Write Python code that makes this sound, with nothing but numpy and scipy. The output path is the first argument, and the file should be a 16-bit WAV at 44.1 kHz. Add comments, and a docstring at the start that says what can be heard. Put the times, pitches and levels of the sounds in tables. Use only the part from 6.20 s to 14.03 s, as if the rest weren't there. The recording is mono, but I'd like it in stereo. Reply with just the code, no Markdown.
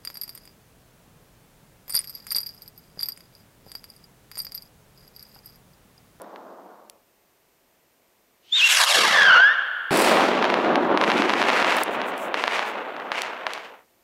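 """Fireworks over a snowy field

Night, with a forest edge behind. The echo of one shell dies away, then a rocket lifts off with a squeal, a rush
of exhaust noise and a whistle from its tube. Its shell bursts and the stars crack one by one as short pulses;
the trees throw everything back as a rolling crackle of dense small echoes. Sharp ticks and soft brushes of hiss
sound right at the microphone, over still air and a thin whine; a limiter ducks after peaks above its ceiling."""
import sys
import numpy as np
from scipy import signal
from scipy.fft import rfft, irfft, next_fast_len
from scipy.io import wavfile
from scipy.ndimage import uniform_filter1d, minimum_filter1d

SR = 44100
rng = np.random.default_rng(int(sys.argv[2]) if len(sys.argv) > 2 else 0)


def pcm_store(signal):
    """Save signal as 16-bit PCM."""
    levels = np.round(np.clip(np.atleast_2d(signal), -1, 1) * 32767)
    wavfile.write(sys.argv[1], SR, levels.astype(np.int16).T)


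N = 345303
T = np.arange(N) / SR   # time in seconds
SIZE = next_fast_len(N + SR)   # transform length, with a second to spare
HZ = np.maximum(np.arange(SIZE // 2 + 1) * SR / SIZE, 1)

# Spectrum of the still air. Each row: frequency in Hz, relative level in dB.
AIR_COLOUR = [(15, -41), (25, -8.5), (102, -10.5), (354, -1), (427, -1), (714, 0), (775, -5), (840, -1.5),
              (2220, -7), (3620, -14), (10400, -19), (14000, -18.5), (16000, -22.5)]
AIR_DB = -60.5   # rms level
# How alike left and right hear the air. Each row: frequency in Hz, likeness from -1 to 1.
AIR_LIKENESS = [(60, 0.81), (130, 0.89), (290, 0.37), (640, -0.22), (1410, -0.68), (3100, -0.09),
                (6820, 0.53), (15000, 1)]
# Thin electronic whine. Each row: frequency in Hz, rms level in dB.
WHINE = [(13487, -76), (13907, -82)]
# Left-right likeness of the echoes and the brushes. Each row: frequency in Hz, likeness from -1 to 1.
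LIKENESS = [(50, .94), (170, 1), (550, 0.98), (1600, 0.83), (5000, 0.81), (13000, 0.99)]

# Soft brushes of hiss close by. Each row: middle in seconds, length in seconds, level at the middle in dB.
BRUSHES = [(5.6, 0.15, -44), (5.735, .08, -49.5), (5.885, 0.071, -48), (6.027, 0.15, -46.5),
           (6.483, 0.1, -50)]
# Spectrum of the brushes. Each row: frequency in Hz, relative level in dB.
BRUSH_COLOUR = [(1500, -40), (5000, -7), (7500, 1), (11000, -4), (15500, -4)]
# Ticks at the microphone. Each row: time in seconds, relative level in dB, left-right difference in dB,
# brightness in dB per octave.
TICKS = [(0.018, -24.5, 6, 6), (0.6982, -19, 4, -0.5), (2.6468, 3, 6.5, 1), (3.7733, -3, 2, 2),
         (3.8187, -6, 8, 2), (5.5674, -12, 7, 3), (5.6346, 3, -2.5, 5.5), (5.979, -23.5, 14, 1),
         (7.019, -8, 5, -8.5), (7.335, -14.5, 5, -10)]
# Resonances of the ticking part. Each row: frequency in Hz, relative level in dB, 60 dB decay in seconds.
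TICK_MODES = [(1900, -23, .005), (3300, 0, 0.0021), (4500, -6, 0.0093), (5700, -2.5, 0.0035),
              (7820, -1, 0.0039), (10230, 1.5, 0.0042), (10000, -36, .09), (13400, -8, 0.0096)]

# Zones of the echoes: rumble, body, crackle, hiss, sizzle. Each row: low edge in Hz, high edge in Hz.
ECHO_ZONES = [(120, 350), (450, 1500), (2200, 3600), (4800, 6500), (8500, 13000)]
# Last of an earlier shell's echo, a row for each of the four lower zones; it has no sizzle left.
# Each row: level at the start in dB, fall in dB per second.
OLD_ECHO = [(-52, 12), (-41, 14), (-67, 22), (-74.5, 11)]
# Spectra of the old echo, the burst's echo and the stars' echo. Each row: frequency in Hz, relative level in dB.
OLD_COLOUR = [(35, -69), (60, -39), (133, -32), (188, -9), (427, -5.5), (574, -1.5), (1110, -7),
              (2710, -32), (3640, -30), (8480, -40), (14000, -37)]
BURST_COLOUR = [(30, -39), (60, -35), (105, -30), (150, -16.5), (220, -2.5), (320, 0), (650, 3),
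                (1150, -1.5), (1600, -7.5), (2700, -13), (4200, -20.5), (6300, -32.5), (10400, -42.5),
                (15500, -52.5)]
STAR_COLOUR = [(30, -33.5), (105, -27.5), (220, -9), (650, 1), (1150, 1.5), (1700, -0.5), (2700, -4),
               (4000, -15), (5500, -22), (7500, -28), (10400, -34), (15500, -46)]
# Each echo's level is faded down to nothing. The row: end in seconds, length of the fade in seconds.
OLD_FADE = (0.86, 0.35)
NEW_FADE = (7.666, 0.32)
# Echo of the burst from the forest edge and from its depth, a row for each of the five zones.
# Each row: top level in dB, swell in dB, time to the top in seconds, fall in dB per second.
BURST_NEAR = [(-23, 5.5, 0.2, 50), (-17.5, 7, 0.23, 41.5), (-26.5, 7, 0.18, 47), (-33, 9, .12, 55),
              (-32, 9, .11, 91)]
BURST_FAR = [(-26, 6.1, 0.94, 11.4), (-21.5, 4, 0.78, 7.06), (-34, 5.8, .5, 12.7), (-50, 5, 0.51, 26),
             (-68, 5, .38, 46)]
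# The same for a report, its top level relative to the report's strength towards the trees.
STAR_NEAR = [(-51, 5, .08, 60), (-28.5, 12, 0.061, 71), (-30, 8.7, 0.063, 88), (-43.5, 10.7, .08, 120),
             (-52.5, 12, 0.073, 145)]
STAR_FAR = [(-55.5, 5, .3, 14), (-38.5, 5.5, 0.28, 15), (-43, 5.6, 0.15, 18.3), (-63, 5, 0.15, 32),
            (-74, 5, .2, 35)]
# Wandering level of the two lowest echo zones. The row: spread in dB, drift rate in Hz.
SURGING = (1.18, 7)

# Flight: the height grows with an even acceleration from lift-off.
IGNITION_S, LIFTOFF_S, BURNOUT_S, CLIMB_M_PER_S2 = 2.32, 2.5, 3.16, 80
BURST_S = 3.708
# Lag of the jet's reflection off the snow: on the ground, and its growth with height.
SNOW_LAG_MS, SNOW_LAG_MS_PER_M = .2, .255
# Zones of the jet: rumble, body, hiss, sizzle. Each row: low edge in Hz, high edge in Hz.
JET_ZONES = [(140, 400), (600, 1200), (3800, 6000), (8000, 14000)]
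# Exhaust, a row for each of the four jet zones. Each row: level at full thrust in dB, dB lower at ignition,
# time to full thrust in seconds, loss in dB per metre of height, fall after burn-out in dB per second.
JET_VOICE = [(-62.5, 5, .31, 0.04, 31.5), (-27, 22, 0.3, 0, 64.5), (-23, 11, 0.22, 0.97, 24.5),
             (-28.5, 30, 0.2, 1.85, 10)]
# Spectrum of the jet. Each row: frequency in Hz, relative level in dB.
JET_COLOUR = [(60, -51), (120, -35), (175, -9), (290, -12), (400, -8), (500, -2.5), (800, 3), (1200, 4.5),
              (1700, 4.5), (2300, -1), (3000, 4.5), (5500, -3), (8000, -15.5), (11500, -20), (15500, -39)]
# Left-right likeness of the jet. Each row: frequency in Hz, likeness from -1 to 1.
JET_LIKENESS = [(60, 1), (500, 1), (1600, 0.97), (5000, 0.96), (14000, 1)]
# Low surge as the exhaust clears the ground. The row: start in seconds, end in seconds, rise in seconds,
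# lift of the rumble in dB, sag in dB per second.
SURGE = (2.725, 3.21, .045, 24.1, 21)
# The motor squeals as it catches. Each row: time in seconds, pitch in Hz, level in dB, roughness from 0 to 1.
SQUEAL = [(2.22, 2900, -74, 1), (2.317, 3250, -47, 1), (2.327, 3500, -18, .15), (2.358, 3780, -18, .4),
          (2.39, 3450, -20, .85), (2.42, 2560, -18, .5), (2.447, 2780, -12, .1), (2.48, 2660, -23, .9),
          (2.6, 2500, -40, 1)]
# It whistles in flight. Each row: time in seconds, pitch in Hz, level in dB, roughness from 0 to 1.
WHISTLE = [(2.76, 2300, -36, 1), (2.81, 2230, -27, .9), (2.92, 1860, -26, 1), (2.96, 1760, -16, .8),
           (3.04, 1650, -16, .85), (3.09, 1565, -11.5, .8), (3.17, 1425, -10.5, .75),
           (3.2, 1500, -12.5, .15), (3.26, 1660, -12, .08), (3.34, 1870, -26, .1)]
# Overtones of squeal and whistle. Each row: multiple of the pitch, relative level in dB.
OVERTONES = [(2, -9), (3, -22), (4, -38)]

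# Deep thud of the burst. The row: pitch in Hz, starting level in dB, 60 dB decay in seconds.
THUD = (150, -25.5, .2)
# Reports of the shell and its stars. Each row: time in seconds, pulse height in dB,
# strength towards the trees in dB.
CRACKS = [(0.1602, -27.5, -46), (3.7075, -12, 0.5), (3.939, -11, -3), (3.972, -6.5, -10), (4.2261, -7, -12),
          (4.2434, -5, -16), (4.253, -8, -19), (4.3011, -7.5, -20), (4.3416, 0.5, -12),
          (4.4471, -13.5, -24), (4.557, 0, -18), (4.7747, 1, -5), (4.8136, -1, -6), (4.839, 2, -5.5),
          (4.8445, -4, -7), (4.9018, 2, -4), (4.9076, -3, -6), (4.9177, 2, -2.5), (5.0215, 1.5, -3),
          (5.0958, 1, -6), (5.103, -3, -6), (5.1370, -0.5, -2.5), (5.2173, 0, -0.5), (5.2269, 0, -2.5),
          (5.2387, -6, -4), (5.2940, -3, -1.5), (5.302, -0.5, 1), (5.3312, -11, 1), (5.4263, 0, 3.5),
          (5.4462, 0.5, -0.5), (5.5846, -7, -13), (5.8165, -10, -18), (6.1429, -4.5, -2.5),
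          (6.2390, -2, -4.5), (6.2786, 2, -1), (6.3215, -14, -9), (6.3840, -12, -25), (6.3932, -6, -20),
          (6.7654, -20, -24.5), (6.8, -22.5, -32), (6.9183, -6.5, -3), (6.9565, -16, -33),
          (7.2673, -6, -10), (7.3066, -18, -24), (7.3775, -19.5, -14.5)]
# A report as it arrives. Each row: frequency in Hz, width in Hz, relative level in dB.
REPORT_MODES = [(740, 610, 0), (1000, 2300, -3.6)]


def from_db(db):
    """Decibels to gain."""
    return 10 ** (np.asarray(db) / 20)


def rms_one(x):
    """Scale to rms 1."""
    return x / np.sqrt(np.mean(x ** 2) + 1e-20)


def in_time(rows):
    """Each column of a curve, sample by sample."""
    s, *columns = np.transpose(rows)
    return [np.interp(T, s, c) for c in columns]


def at_hz(points):
    """A spectrum on the frequency grid, joined along log frequency."""
    hz, value = np.transpose(points)
    return np.interp(np.log(HZ), np.log(hz), value)


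def during(start, end, fade):
    """One between two times, with linear ramps inside them."""
    return np.clip((T - start) / fade, 0, 1) * np.clip((end - T) / fade, 0, 1)


def drift(rate):
    """Smooth random wandering of rms 1: noise through two equal low-pass poles."""
    r = np.exp(-2 * np.pi * rate / SR)
    noise = rng.standard_normal(N + SR)
    return rms_one(signal.lfilter([1], [1, -2 * r, r * r], noise)[SR:])   # settled part only


def butter(x, hz, kind, order=2):
    """Butterworth filter."""
    return signal.sosfilt(signal.butter(order, hz, kind, fs=SR, output="sos"), x + 1e-18)


def late(x, seconds):
    """Delay by a fixed or moving lag."""
    return np.interp(T - seconds, T, x, left=0)


def clicks(times, heights):
    """Single impulses."""
    out = np.zeros(N)
    out[np.round(np.asarray(times) * SR).astype(int)] = heights
    return out


def stereo(pair, colour, likeness=LIKENESS):
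    """Two unrelated signals become coloured left and right spectra of a given likeness, via mid and side."""
    mid, side = rfft(pair, SIZE) * from_db(at_hz(colour))
    alike = np.clip(at_hz(likeness), -1, 1)
    return np.sqrt(1 + alike) * mid + np.sqrt(1 - alike) * side * np.array([[1], [-1]])


def grains(per_s, spread_db):
    """Two dense streams of clicks of uneven size."""
    born = rng.random((2, N)) < per_s / SR
    heights = rng.standard_normal((2, N))
    extra_db = spread_db * np.minimum(rng.exponential(1, (2, N)), 4)
    return rms_one(born * heights * from_db(extra_db))


def voiced(spectra, zones, levels):
    """Give each frequency zone that has a level its own moving level; neighbours overlap smoothly."""
    out = 0
    edges = np.log(np.ravel(zones))
    for k, ((low, high), level_db) in enumerate(zip(zones, levels)):
        share = np.interp(np.log(HZ), edges, np.repeat(np.arange(len(zones)) == k, 2))
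        in_zone = spectra[:, (HZ > low) & (HZ < high)]
        zone_rms = np.sqrt(np.sum(np.abs(in_zone) ** 2) / (SIZE * N))
        band = irfft(spectra * share, SIZE)[:, :N]
        out = out + band / zone_rms * from_db(level_db)
    return out


def scatter(x, t60, build_s):
    """Countless trunks each return a faint copy; the returns build up, then die."""
    t = T[:SR]
    envelope = from_db(-60 * t / t60) * (1 - np.exp(-t / build_s))
    returns = rng.standard_normal((2, SR)) * envelope
    response = stereo(returns / np.sqrt(np.sum(returns ** 2)), [(1, 0), (SR, 0)])
    return irfft(response * rfft(x, SIZE), SIZE)[:, :N]


def coloured_hiss(colour, likeness=LIKENESS):
    """Steady stereo noise of a given spectrum, rms 1."""
    return rms_one(irfft(stereo(rng.standard_normal((2, N)), colour, likeness), SIZE)[:, :N])


def night():
    """Still air from all sides and microphone hiss as one coloured noise, plus steady sines for the whine."""
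    air = coloured_hiss(AIR_COLOUR, AIR_LIKENESS)
    whine = sum(np.sqrt(2) * from_db(db) * np.sin(2 * np.pi * hz * T) for hz, db in WHINE)
    return from_db(AIR_DB) * air + whine


def brushes():
    """Short, soft swells of high hiss, each rising and falling in a straight line."""
    swells = sum(from_db(db) * during(s - length / 2, s + length / 2, length / 2) for s, length, db in BRUSHES)
    return coloured_hiss(BRUSH_COLOUR) * swells


def ticks(gain_db=-12.5):
    """A small hard part near the microphone clicks and rings briefly, reaching each side a little differently."""
    s, level_db, pan_db, tilt = np.transpose(TICKS)
    out = np.zeros((2, N))
    for k, (hz, mode_db, t60) in enumerate(TICK_MODES):
        r, w = from_db(-60 / (t60 * SR)), 2 * np.pi * hz / SR
        hit_db = level_db + mode_db + gain_db + tilt * np.log2(hz / 7500)
        hits = []
        for side in (1, -1):
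            uneven_db = rng.normal(0, 0.83, len(s))
            hits.append(clicks(s, from_db(hit_db + side * pan_db / 2 + uneven_db)))
        ringing = signal.lfilter([0, np.sin(w)], [1, -2 * r * np.cos(w), r * r], np.array(hits) + 1e-18)
        out += (-1) ** k * ringing
    return butter(out, 900, "high")


def echo_levels(reports, near, far):
    """Zone levels: each report (s, dB) starts a near and a far echo that swell and fall; their powers add."""
    s, db = np.transpose(reports)
    sent = clicks(s, from_db(db) ** 2)
    levels = []
    for echoes in zip(near, far):
        power = 0
        for top_db, swell_db, top_s, fall in echoes:
            below_top_db = swell_db * np.maximum(1 - T / top_s, 0) + fall * np.maximum(T - top_s, 0)
            power = power + from_db(top_db - below_top_db) ** 2
        zone_power = signal.fftconvolve(sent, power)[:N]
        levels.append(10 * np.log10(np.maximum(zone_power, 1e-14)))
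    return levels


def roll(levels, colour, fade, per_s, spread_db, lumps_db):
    """Reports return from the trees as a dense, lumpy hail of small echoes, with a moving level by zone."""
    hail = grains(per_s, spread_db) * from_db(lumps_db * drift(59))
    depth_db, rate = SURGING
    levels = [level + depth_db * drift(rate) for level in levels[:2]] + levels[2:]
    end_s, length_s = fade
    sinking = np.clip((end_s - T) / length_s, 0, 1) ** 1.1
    return voiced(stereo(hail, colour), ECHO_ZONES, levels) * sinking


def old_echo():
    """The earlier shell's roll, its four lower zones falling in dB at their own rates."""
    levels = [db - fall * T for db, fall in OLD_ECHO]
    return roll(levels, OLD_COLOUR, OLD_FADE, per_s=9000, spread_db=0.5, lumps_db=0.5)


def burst_echo():
    """The trees answer the burst, near edge and far depth together."""
    levels = echo_levels([(BURST_S, 0)], BURST_NEAR, BURST_FAR)
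    return roll(levels, BURST_COLOUR, NEW_FADE, per_s=9000, spread_db=0.93, lumps_db=1.28)


def star_echoes():
    """The trees answer every listed report by its strength towards them."""
    reports = [(s, echo_db) for s, _, echo_db in CRACKS]
    levels = echo_levels(reports, STAR_NEAR, STAR_FAR)
    return roll(levels, STAR_COLOUR, NEW_FADE, per_s=6000, spread_db=1.6, lumps_db=1.5)


def fuse(start_s=2.2, level_db=-52, swell_db_per_s=200, low_hz=2200, high_hz=4800):
    """A thin hiss swells up as the flame reaches the motor."""
    hiss = rms_one(butter(rng.standard_normal(N), [low_hz, high_hz], "band"))
    swell_db = level_db - swell_db_per_s * np.maximum(IGNITION_S - T, 0)
    return hiss * from_db(swell_db) * during(start_s, LIFTOFF_S, .03)


def jet(flutter_db=1.83, snow_share=0.58, near_share=.3, near_lag_s=.0018, echo_db=-16.5,
        chuff_depth_db=2.5, catch_s=0.055):
    """Turbulent exhaust, duller as it climbs; its inverted reflection off the snow sweeps a comb downwards."""
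    height_m = CLIMB_M_PER_S2 / 2 * np.maximum(T - LIFTOFF_S, 0) ** 2
    waver = 1 + .04 * drift(40)   # the plume wavers
    lag_s = (SNOW_LAG_MS + SNOW_LAG_MS_PER_M * height_m) * waver / 1000
    rush = [noise - snow_share * late(noise, lag_s) + near_share * late(noise, near_lag_s)
            for noise in rng.standard_normal((2, N))]
    levels = []
    for full_db, weak_db, rise_s, loss, fall in JET_VOICE:
        catching_db = weak_db * np.clip(1 - (T - IGNITION_S) / rise_s, 0, 1)
        dying_db = fall * np.maximum(T - BURNOUT_S, 0)
        levels.append(full_db - catching_db - loss * height_m - dying_db)
    start, end, rise_s, surge_db, sag = SURGE
    levels[0] = levels[0] + during(start, end, rise_s) * (surge_db - sag * (T - start))
    sound = voiced(stereo(np.array(rush), JET_COLOUR, JET_LIKENESS), JET_ZONES, levels)
    # the burn pulses at a wavering 85 Hz or so, around its end
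    chuffs = np.sin(2 * np.pi * np.cumsum(85 + 12 * drift(15)) / SR) * during(2.93, 3.22, .04)
    flutter = from_db(chuff_depth_db * chuffs + flutter_db * drift(110))
    sound = sound * flutter * during(IGNITION_S, BURST_S, catch_s)
    sent = butter(sound[0], [300, 2800], "band", order=4)
    return sound + from_db(echo_db) * scatter(sent, t60=2.9, build_s=0.076)


def tube_tone(curve, overtone_db):
    """The motor's tube sings; turbulence shakes its pitch and level into a rasp with stronger overtones."""
    pitch, level, rough = in_time(curve)
    eddies = (drift(100) + 1j * drift(100)) / np.sqrt(2)
    swing = np.sqrt(1 - rough ** 2) + rough * eddies
    swing = swing * np.sqrt(1.3 / (.3 + np.abs(swing) ** 2))   # the tube saturates
    phase = 2 * np.pi * np.cumsum(pitch * (1 + .03 * rough * drift(120))) / SR
    shrill = from_db(overtone_db) * (.35 + rough)
    overtones = sum(from_db(db) * np.exp(1j * k * phase) for k, db in OVERTONES)
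    partials = np.exp(1j * phase) + shrill * overtones
    tone = butter(np.imag(swing * partials), [700, 5500], "band")
    return tone * np.sqrt(2) * from_db(level) * during(curve[0][0], curve[-1][0], .01)


def whistle(squeal_echo_db=-12.0, flight_echo_db=-8.0, pan_db=0.5):
    """Squeal at the start and whistle aloft; from higher up the sound reaches more of the forest."""
    squeal = tube_tone(SQUEAL, overtone_db=-6.5)
    flight = tube_tone(WHISTLE, overtone_db=-2.5)
    direct = (squeal + flight) * from_db([[pan_db / 2], [-pan_db / 2]])
    sent = from_db(squeal_echo_db) * squeal + from_db(flight_echo_db) * flight
    return direct + scatter(butter(sent, 3800, "low", order=6), t60=2.03, build_s=.02)


def thud():
    """The shell's pressure wave arrives as a deep sine that dies quickly."""
    hz, start_db, t60 = THUD
    age = np.maximum(T - BURST_S, 0)
    return np.sin(2 * np.pi * hz * age) * from_db(start_db - 60 * age / t60)


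def cracks(scatter_db=-15.0, thump_db=-20.0):
    """Each report is a short pulse dulled by distance, with a bright edge, faint thump and near reflections."""
    s, height_db, _ = np.transpose(CRACKS)
    hits, pulse = clicks(s, from_db(height_db)), 0
    for k, (hz, width, db) in enumerate(REPORT_MODES):
        r, w = np.exp(-np.pi * width / SR), 2 * np.pi * hz / SR
        mode = signal.lfilter([1 - r * r, 0, r * r - 1], [1, -2 * r * np.cos(w), r * r], hits + 1e-18)
        pulse = pulse + (-1) ** k * from_db(db) * mode
    pulse = butter(pulse, 4050, "low", order=3)
    body = pulse * hits.max() / np.abs(pulse).max()
    edge = from_db(-16) * butter(late(hits, 9 / SR), 11000, "low", order=3)
    thump = from_db(thump_db) * butter(hits, 90, "low")
    report = body + edge + thump
    first_return = 0.18 * late(report, 0.001806)
    second_return = 0.21 * butter(late(report, 0.0079), 2500, "low")
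    halo = from_db(scatter_db) * scatter(report, t60=0.015, build_s=.002)
    return report + first_return + second_return + halo


def scene():
    """Old echo, launch, burst and stars over the quiet field."""
    close_by = night() + brushes() + ticks()
    forest = old_echo() + burst_echo() + star_echoes()
    rocket = fuse() + jet() + whistle()
    return close_by + forest + rocket + thud() + cracks()


def record(dry, treble_weight=1.92, release_db_per_s=170, ceiling_db=-3.2, cutoff_hz=15700):
    """A fast limiter, keener on treble, ducks after peaks over its ceiling; a steep filter cuts the top."""
    slope = np.abs(np.diff(dry, prepend=0))   # grows with treble
    sensed = np.maximum(np.abs(dry), treble_weight * slope).max(axis=0)
    over_db = np.maximum(20 * np.log10(sensed + 1e-9) - ceiling_db, 0)
    # instant catch, then a straight release in dB
    duck_db = np.maximum.accumulate(over_db + release_db_per_s * T) - release_db_per_s * T
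    gain_db = uniform_filter1d(minimum_filter1d(-duck_db, size=61), size=61)
    top_cut = signal.ellip(10, .1, 80, cutoff_hz, fs=SR, output="sos")
    return signal.sosfilt(top_cut, dry * from_db(gain_db))


dry = scene()
out = record(dry)
pcm_store(out)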